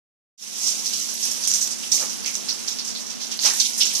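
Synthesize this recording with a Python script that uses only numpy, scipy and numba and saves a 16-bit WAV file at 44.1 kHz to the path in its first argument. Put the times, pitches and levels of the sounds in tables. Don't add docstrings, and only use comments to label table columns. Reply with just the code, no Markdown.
import sys
import numpy as np
from scipy import signal
from scipy.fft import rfft, irfft
from scipy.io import wavfile
from scipy.ndimage import uniform_filter1d
from numba import njit

SR = 44100
rng = np.random.default_rng(int(sys.argv[2]) if len(sys.argv) > 2 else 0)


def magnitude_from_level(level_db):
    exponent = np.asarray(level_db, float) / 20
    return 10 ** exponent


def output_pcm(signal):
    pcm = np.clip(np.atleast_2d(signal).T, -1, 1) * 32767
    wavfile.write(sys.argv[1], SR, np.round(pcm).astype(np.int16))


N = 176400

SPLASH_HZ = 5282


def level(x, db):
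    return x * magnitude_from_level(db) / np.sqrt(np.mean(x ** 2))


def curve(points, hz):
    point_hz, point_db = np.array(points, float).T
    return np.interp(np.log(np.maximum(hz, 1)), np.log(np.maximum(point_hz, 1)), point_db)


def noise(points):
    hz = np.arange(N // 2 + 1) * SR / N
    spectrum = rfft(rng.standard_normal(N)) * magnitude_from_level(curve(points, hz))
    return level(irfft(spectrum, N), 0)


def walk(rate):
    hold = int(SR / rate)
    levels = np.clip(rng.standard_normal(N // hold + 1), -1.3, 1.3)
    steps = np.repeat(levels, hold)
    return 1.4 * uniform_filter1d(uniform_filter1d(steps, hold), hold)[:N]


def high_pass(x, order, hz):
    return signal.sosfilt(signal.butter(order, hz, 'high', fs=SR, output='sos'), x)


@njit
def ring(n, at, step, cycles, size, glide):
    out = np.zeros(n)
    for g in range(len(at)):
        i = int(at[g])
        turn = np.exp(1j * step[g] - step[g] / (2 * np.pi * cycles[g]))
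        z = size[g] * np.exp(1j * step[g] * (i + 1 - at[g]))
        length = int(6 * 2 * np.pi * cycles[g] / step[g])
        up = np.exp(1j * step[g] * glide / length)
        for k in range(max(i + 1, 0), min(i + 1 + length, n)):
            out[k] += z.imag
            z *= turn
            turn *= up
    return out


def droplets(s, hz, cycles, size, glide=0.537):
    left_late_s, spread_s = 0.000782, 0.000583
    echo_s, echo_db = .004, -5.5
    s, hz, cycles, size = (np.ravel(v) * 1. for v in np.broadcast_arrays(s, hz, cycles, size))
    step = 2 * np.pi * np.clip(hz, 100, 15500) / SR
    cycles = np.maximum(cycles, .5)
    path = rng.random((len(s), 2)).T
    echo = rng.exponential(size=(len(s), 4)).T
    sizes = np.concatenate([size, magnitude_from_level(echo_db) * size, -magnitude_from_level(echo_db) * size])
    out = []
    for k, late in enumerate((left_late_s, 0)):
        direct = s + late + spread_s * path[k]
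        at = np.concatenate([direct, direct + echo_s * echo[k], direct + echo_s * echo[k + 2]]) * SR
        out.append(ring(N, at, np.tile(step, 3), np.tile(cycles, 3), sizes, glide))
    return np.array(out)


def spray(flow_db, count=20000):
    # pitch_hz [Hz], level_db [dB per Hz]
    colour = [(300, -38), (900, -74), (2000, -11), (2800, -4), (5500, -3.5), (8000, -4), (11000, -5.5),
              (14700, -18)]
    ticks_db, hiss_db, scatter_db = -4, -1, 2.5
    when, pitch, length = rng.random((count, 3)).T
    hz = 800 * 19 ** pitch
    cycles = 0.94 + 15.0 * length ** 3
    size_db = curve(colour, hz) + scatter_db * rng.exponential(size=count)
    ticks = droplets(when * N / SR, hz, cycles, hz * magnitude_from_level(size_db))
    hiss = np.array([noise(colour), noise(colour)])
    flutter_db = 1.3 * walk(24.15) + 1.06 * walk(70)
    return (level(ticks, ticks_db) + magnitude_from_level(hiss_db) * hiss) * magnitude_from_level(flow_db + flutter_db)


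def basin(flow_db):
    # pitch_hz [Hz], level_db [dB per Hz]
    mid_colour = [(30, -45), (110, -12), (200, -3), (555, -5), (907, -4.5), (2000, -8), (4000, -6.5),
                  (9000, -46)]
    # pitch_hz [Hz], level_db [dB per Hz]
    side_colour = [(30, -28), (80, -13), (130, -15), (190, 8), (300, -0.5), (600, -7.5), (1500, -12.5),
                   (9000, -21)]
    mid_db, side_db = -44.5, -39.5
    hum_hz, hum_db, hum_mid_db = 237.6, -42, -24
    hum = np.sin(2 * np.pi * hum_hz * np.arange(N) / SR)
    hum = np.sqrt(2) * magnitude_from_level(hum_db + 0.46 * walk(3.0)) * hum
    swell = magnitude_from_level(0.026 * (flow_db - flow_db.mean()) + walk(24))
    mid = magnitude_from_level(mid_db) * noise(mid_colour) * swell + magnitude_from_level(hum_mid_db) * hum
    side = magnitude_from_level(side_db) * noise(side_colour) * swell + hum
    return np.array([mid + side, mid - side])


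def bursts(at, db, hz, decay, octaves, rise_s, count=260):
    scatter_db = 1.5
    decay = np.clip(decay, .005, .2)
    at, db, hz, decay = (np.asarray(v)[:, None] for v in (at, db, hz, decay))
    shape = (len(at), count)
    extra_size, extra_cycles = rng.exponential(size=(2, *shape))
    late = 3 * decay * rng.random(shape)
    drop_hz = hz * 2 ** (octaves * rng.standard_normal(shape))
    size = magnitude_from_level(db + scatter_db * extra_size) * np.exp(-late / decay) * (1 - np.exp(-late / rise_s))
    size = size * np.sqrt(drop_hz / hz * decay / 0.02)
    return droplets(at + late, drop_hz, 3.65 + 2.37 * extra_cycles, size)


def splash(table, rise_s):
    splash_db, mist_db, mist_hz = -18, 0, 8580
    s, db, octs, decay = np.array(table).T
    db = db + splash_db
    body = bursts(s, db, SPLASH_HZ * 2 ** octs, decay, 0.369, rise_s, count=300)
    mist = bursts(s, db + mist_db + 8 * octs, mist_hz + 0 * s, .8 * decay, 0.616, rise_s, count=140)
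    return body + mist


def hands():
    # start_s [s], level_db [dB], pitch_octaves [octaves above middle], decay_s [s]
    pours = [
        (.575, -12, 0.15, 0.056),
        (.61, -5.5, 0.26, 0.043),
        (.655, -0.5, 0.15, 0.034),
        (1.215, -9, 0.16, 0.03),
        (1.42, -6.5, -0.0098, 0.059),
        (3.195, -9.5, -0.223, .04),
        (3.405, -4.5, 0.0094, 0.04),
        (3.435, 4.5, -0.11, 0.03),
    ]
    # start_s [s], level_db [dB], pitch_octaves [octaves above middle],
    # decay_s [s]
    splashes = [(.858, -13, -0.14, 0.032), (.927, -15, -0.14, 0.038), (1.082, -19, 0.14, 0.04),
                (1.227, -12, 0.21, 0.034), (1.31, -14, 0.65, 0.019), (1.474, -10.5, 0.51, 0.036),
                (1.535, -9, 0.34, 0.041), (1.611, -10, 0.31, 0.046), (1.707, -15.5, 0.25, 0.034),
                (1.916, -7, 0.17, 0.073), (1.976, -25, 0.45, 0.047), (2.093, -20, 0.16, 0.025),
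                (2.256, -13.5, 0.026, 0.029), (2.34, -18.5, 0.25, 0.031), (2.485, -17.5, -0.3, 0.026),
                (2.674, -14, -0.21, 0.034), (2.787, -19.5, -0.345, .025), (2.874, -17.5, 0.032, 0.029),
                (2.948, -30, -0.34, 0.023), (3.309, -17.5, -0.22, 0.039), (3.389, -24.5, -0.29, 0.01),
                (3.597, -4.5, -0.27, 0.028), (3.647, -10, -0.36, 0.021), (3.775, -10.5, 0.48, 0.042),
                (8.5, -13, 0.38, 0.013), (3.853, -15, 0.013, 0.051), (3.897, -19, -0.64, 0.026),
              (3.948, -10.5, 0.026, .03), (3.982, -23, -0.42, 0.057), (0.64, -24, -0.14, 0.038),
              (.99, -18, 0.185, 0.035), (1.038, -22.5, .1, .03), (1.125, -26, 0.12, .03),
              (.79, -19.5, .1, .03), (3, -23, .2, .04), (1.16, -33, 0.013, 0.019),
              (2.845, -18.5, 0.26, 0.026), (3.098, -22, -0.11, 0.034), (3.063, -23.5, -0.06, 0.025),
              (1.7, -26, .15, .015), (2.008, -16, 0.11, 0.012), (0.46, -36, .2, 0.067),
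              (3.8, -5, -0.43, 0.047), (2.9, -21, -0.04, 0.017), (2.555, -33, .1, 0.029)]
    # start_s [s], level_db [dB], pitch_hz [Hz], decay_s [s]
    slaps = [
        (1.25, -40, 504, 0.027),
        (1.93, -42, 349, .04),
        (1.99, -38.5, 502, .04),
        (2.012, -28, 1014, 0.023),
        (2.362, -40.5, 312, 0.045),
        (3.441, -20, 2098, 0.059),
        (3.45, -35, 596, 0.036),
        (3.532, -51, 900, .03),
        (3.79, -42, 510, .03),
    ]
    # start_s [s], level_db [dB], pitch_hz [Hz], decay_s [s]
    cups = [(2.247, -35, 2360, 0.044), (2.262, -38.5, 2970, 0.029), (3.433, -27, 4250, 0.014),
            (2.486, -27, 4550, 0.026), (2.788, -33.5, 4290, 0.024), (2.949, -30.5, 3940, 0.025),
            (3.309, -35.5, 3100, 0.029), (3.39, -27, 4340, 0.01), (3.597, -30, 4400, 0.028),
            (3.897, -39, 3125, 0.022), (.927, -36, 4140, 0.024), (1.83, -38.5, 2950, 0.027)]
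    # start_s [s], level_db [dB], pitch_octaves [octaves above middle]
    drops = [(0.6811, -3, 0.093), (0.7384, -40, 0.28), (0.8584, -8.5, 0.057), (0.873, -20, 0.14),
             (1.251, -17, 0.18), (1.3118, -7, 0.34), (1.4306, -28, 0.25), (1.449, -32, 0.25),
             (1.4743, 6.5, 0.69), (1.515, 2.5, 0.3), (1.537, -5, 0.09), (1.5495, -16, 0.22),
             (1.5546, -7, 0.12), (1.611, -5, 0.41), (1.627, -11, 0.23), (1.676, -5.5, 0.42),
             (1.916, -2, 0.54), (1.943, -5, 0.2), (1.9759, -14, 0.17), (2.3395, -11, 0.33),
             (2.485, -9, -0.23), (2.682, -7, -0.18), (2.491, -17, -0.28), (2.787, -8, -0.23),
             (2.8434, -24, .1), (2.881, -21, -0.076), (2.3535, -4, .2), (2.2462, -11, -0.27),
             (1.923, -13, .15), (1.226, -15, -0.052), (3.9578, -9, .2), (3.766, -9, 0.91),
             (3.812, -7, 0.75), (3.83, -8.5, .9), (3.868, -4, 1), (3.939, -3, 0.85), (3.373, -11, 1),
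             (1.2532, -0.5, 0.94), (2.697, -15, 1), (1.0, -10, .2), (1.012, -10, .2), (1.027, -13, .2),
             (3.0174, -22, 0.37), (3.3907, -8, -0.35), (3.434, -4, -0.38), (3.4647, -16, 0.19),
             (3.476, -13, .15), (3.6046, -7, 0.24), (3.6193, -18, -0.12), (3.65, -10, -0.42),
             (3.6585, -19, .3), (3.4491, -9, 0.15), (3.4598, 3.5, 0.49), (3.536, -7, 0.44),
             (3.598, -12, 0.19), (3.7957, -2.5, 0.75), (3.854, -1, 0.33)]
    out = splash(splashes, 0.0014) + splash(pours, 0.037)
    out = high_pass(out, 4, 1700)
    s, db, hz, decay = np.array(slaps).T
    out = out + bursts(s, db - 10, hz, decay, .9, 0.002, count=200)
    s, db, hz, decay = np.array(cups).T
    out = out + bursts(s, db + 1.5, hz, decay, .14, 0.0014, count=110)
    s, db, octs = np.array(drops).T
    return out + droplets(s, SPLASH_HZ * 2 ** octs, 2.5, magnitude_from_level(db - 7))


def handling():
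    # middle_s [s], length_s [s], level_db [dB]
    moves = [(0.557, .08, -74), (.68, .06, -84), (1.285, 0.079, -59), (1.38, .06, -70), (1.47, .05, -61),
             (1.618, .08, -64), (1.75, .15, -68), (1.92, 0.066, -63), (2.1, .15, -68), (2.304, 0.28, -70),
             (2.5, 0.1, -62), (2.75, 0.24, -71), (2.947, .08, -71), (3.4, 0.091, -77), (3.78, .06, -67)]
    t = np.arange(N) / SR
    swell = sum(magnitude_from_level(db) * np.exp(-(2 * (t - s) / length) ** 2) for s, length, db in moves)
    low_pass = signal.butter(2, 60.4, fs=SR, output='sos')
    rumble = signal.sosfilt(low_pass, rng.standard_normal((2, N)))
    return level(rumble, 5.7) * swell


def hollows(x):
    # middle_s [s], length_s [s], pitch_hz [Hz]
    gaps = [(.66, .1, 1700), (.78, .06, 1850), (.87, .05, 1550), (.96, .06, 1950), (1.02, .07, 1600),
            (1.19, .09, 1300), (1.54, .05, 800), (1.95, .08, 1500), (3.615, .07, 1230), (3.68, .07, 1230),
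            (3.67, .07, 1780), (3.74, .06, 1650), (3.87, .09, 1820), (3.97, .07, 1520), (3.64, .07, 600),
            (1.0, .08, 880)]
    half_hz = 120
    t = np.arange(N) / SR
    for s, length, hz in gaps:
        band_pass = signal.butter(2, [hz - half_hz, hz + half_hz], 'band', fs=SR, output='sos')
        band = signal.sosfiltfilt(band_pass, x)
        x = x - band * np.exp(-(2 * (t - s) / length) ** 4)
    return x


def echoes():
    t60_s, tail_db = .2, -11
    t = np.arange(SR // 3) / SR
    tail = rng.standard_normal((2, len(t))) * magnitude_from_level(-60 * t / t60_s) * (t > .008)
    tail *= magnitude_from_level(tail_db) / np.sqrt(np.sum(tail ** 2, axis=1, keepdims=True))
    tail[:, 0] = 1
    return tail


def scene():
    # time_s [s], level_db [dB]
    flow = [(0.54, -32), (0.6, -30), (0.76, -27), (0.82, -28.5), (0.96, -29), (1.29, -27.5), (1.46, -31),
            (1.6, -28.5), (1.74, -35), (1.97, -27), (2.12, -31.5), (2.87, -32.5), (3.1, -35.5),
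            (3.38, -33.5), (3.49, -24), (3.67, -26.5), (3.84, -30.5), (4.0, -25)]
    t = np.arange(N) / SR
    flow_s, flow_level = np.array(flow).T
    flow_db = np.interp(t, flow_s, flow_level)
    stream = spray(flow_db - 5.0)
    top = high_pass(stream, 1, 7900)
    stream = stream + top * (magnitude_from_level(0.75 * (flow_db - flow_db.mean())) - 1)
    water = high_pass(stream + hands(), 2, 250)
    water = water * magnitude_from_level(np.array([[-2], [0]]))
    water = signal.fftconvolve(water, echoes(), axes=1)[:, :N]
    filling = np.clip((t - .376) / 0.36 + 0.14, 0, 1)
    return hollows(water + filling * basin(flow_db)) + handling()


def top_cut(x):
    return signal.sosfilt(signal.butter(12, 15270, fs=SR, output="sos"), x)


def record(dry):
    # ring_hz [Hz], width_hz [Hz], ring_db [dB], level_db [dB]
    ports = [
        (5900, 1800, -2.5, -1.5),
        (5854, 1070, 12.5, -1.5),
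    ]
    fade_from_s, fade_s, ceiling = .376, .065, .95
    out = []
    for x, (hz, width, ring_db, db) in zip(dry, ports):
        ringing = signal.lfilter(*signal.iirpeak(hz, hz / width, SR), x)
        out.append(magnitude_from_level(db) * (x + magnitude_from_level(ring_db) * ringing))
    fade = np.clip((np.arange(N) / SR - fade_from_s) / fade_s, 0, 1)
    rounded = ceiling * np.tanh(np.array(out) / ceiling)
    low_pass = signal.ellip(10, .3, 70, 14650, fs=SR, output='sos')
    heard = signal.sosfilt(low_pass, high_pass(rounded, 2, 15)) * fade
    return top_cut(heard)


dry = scene()
out = record(dry)
output_pcm(out)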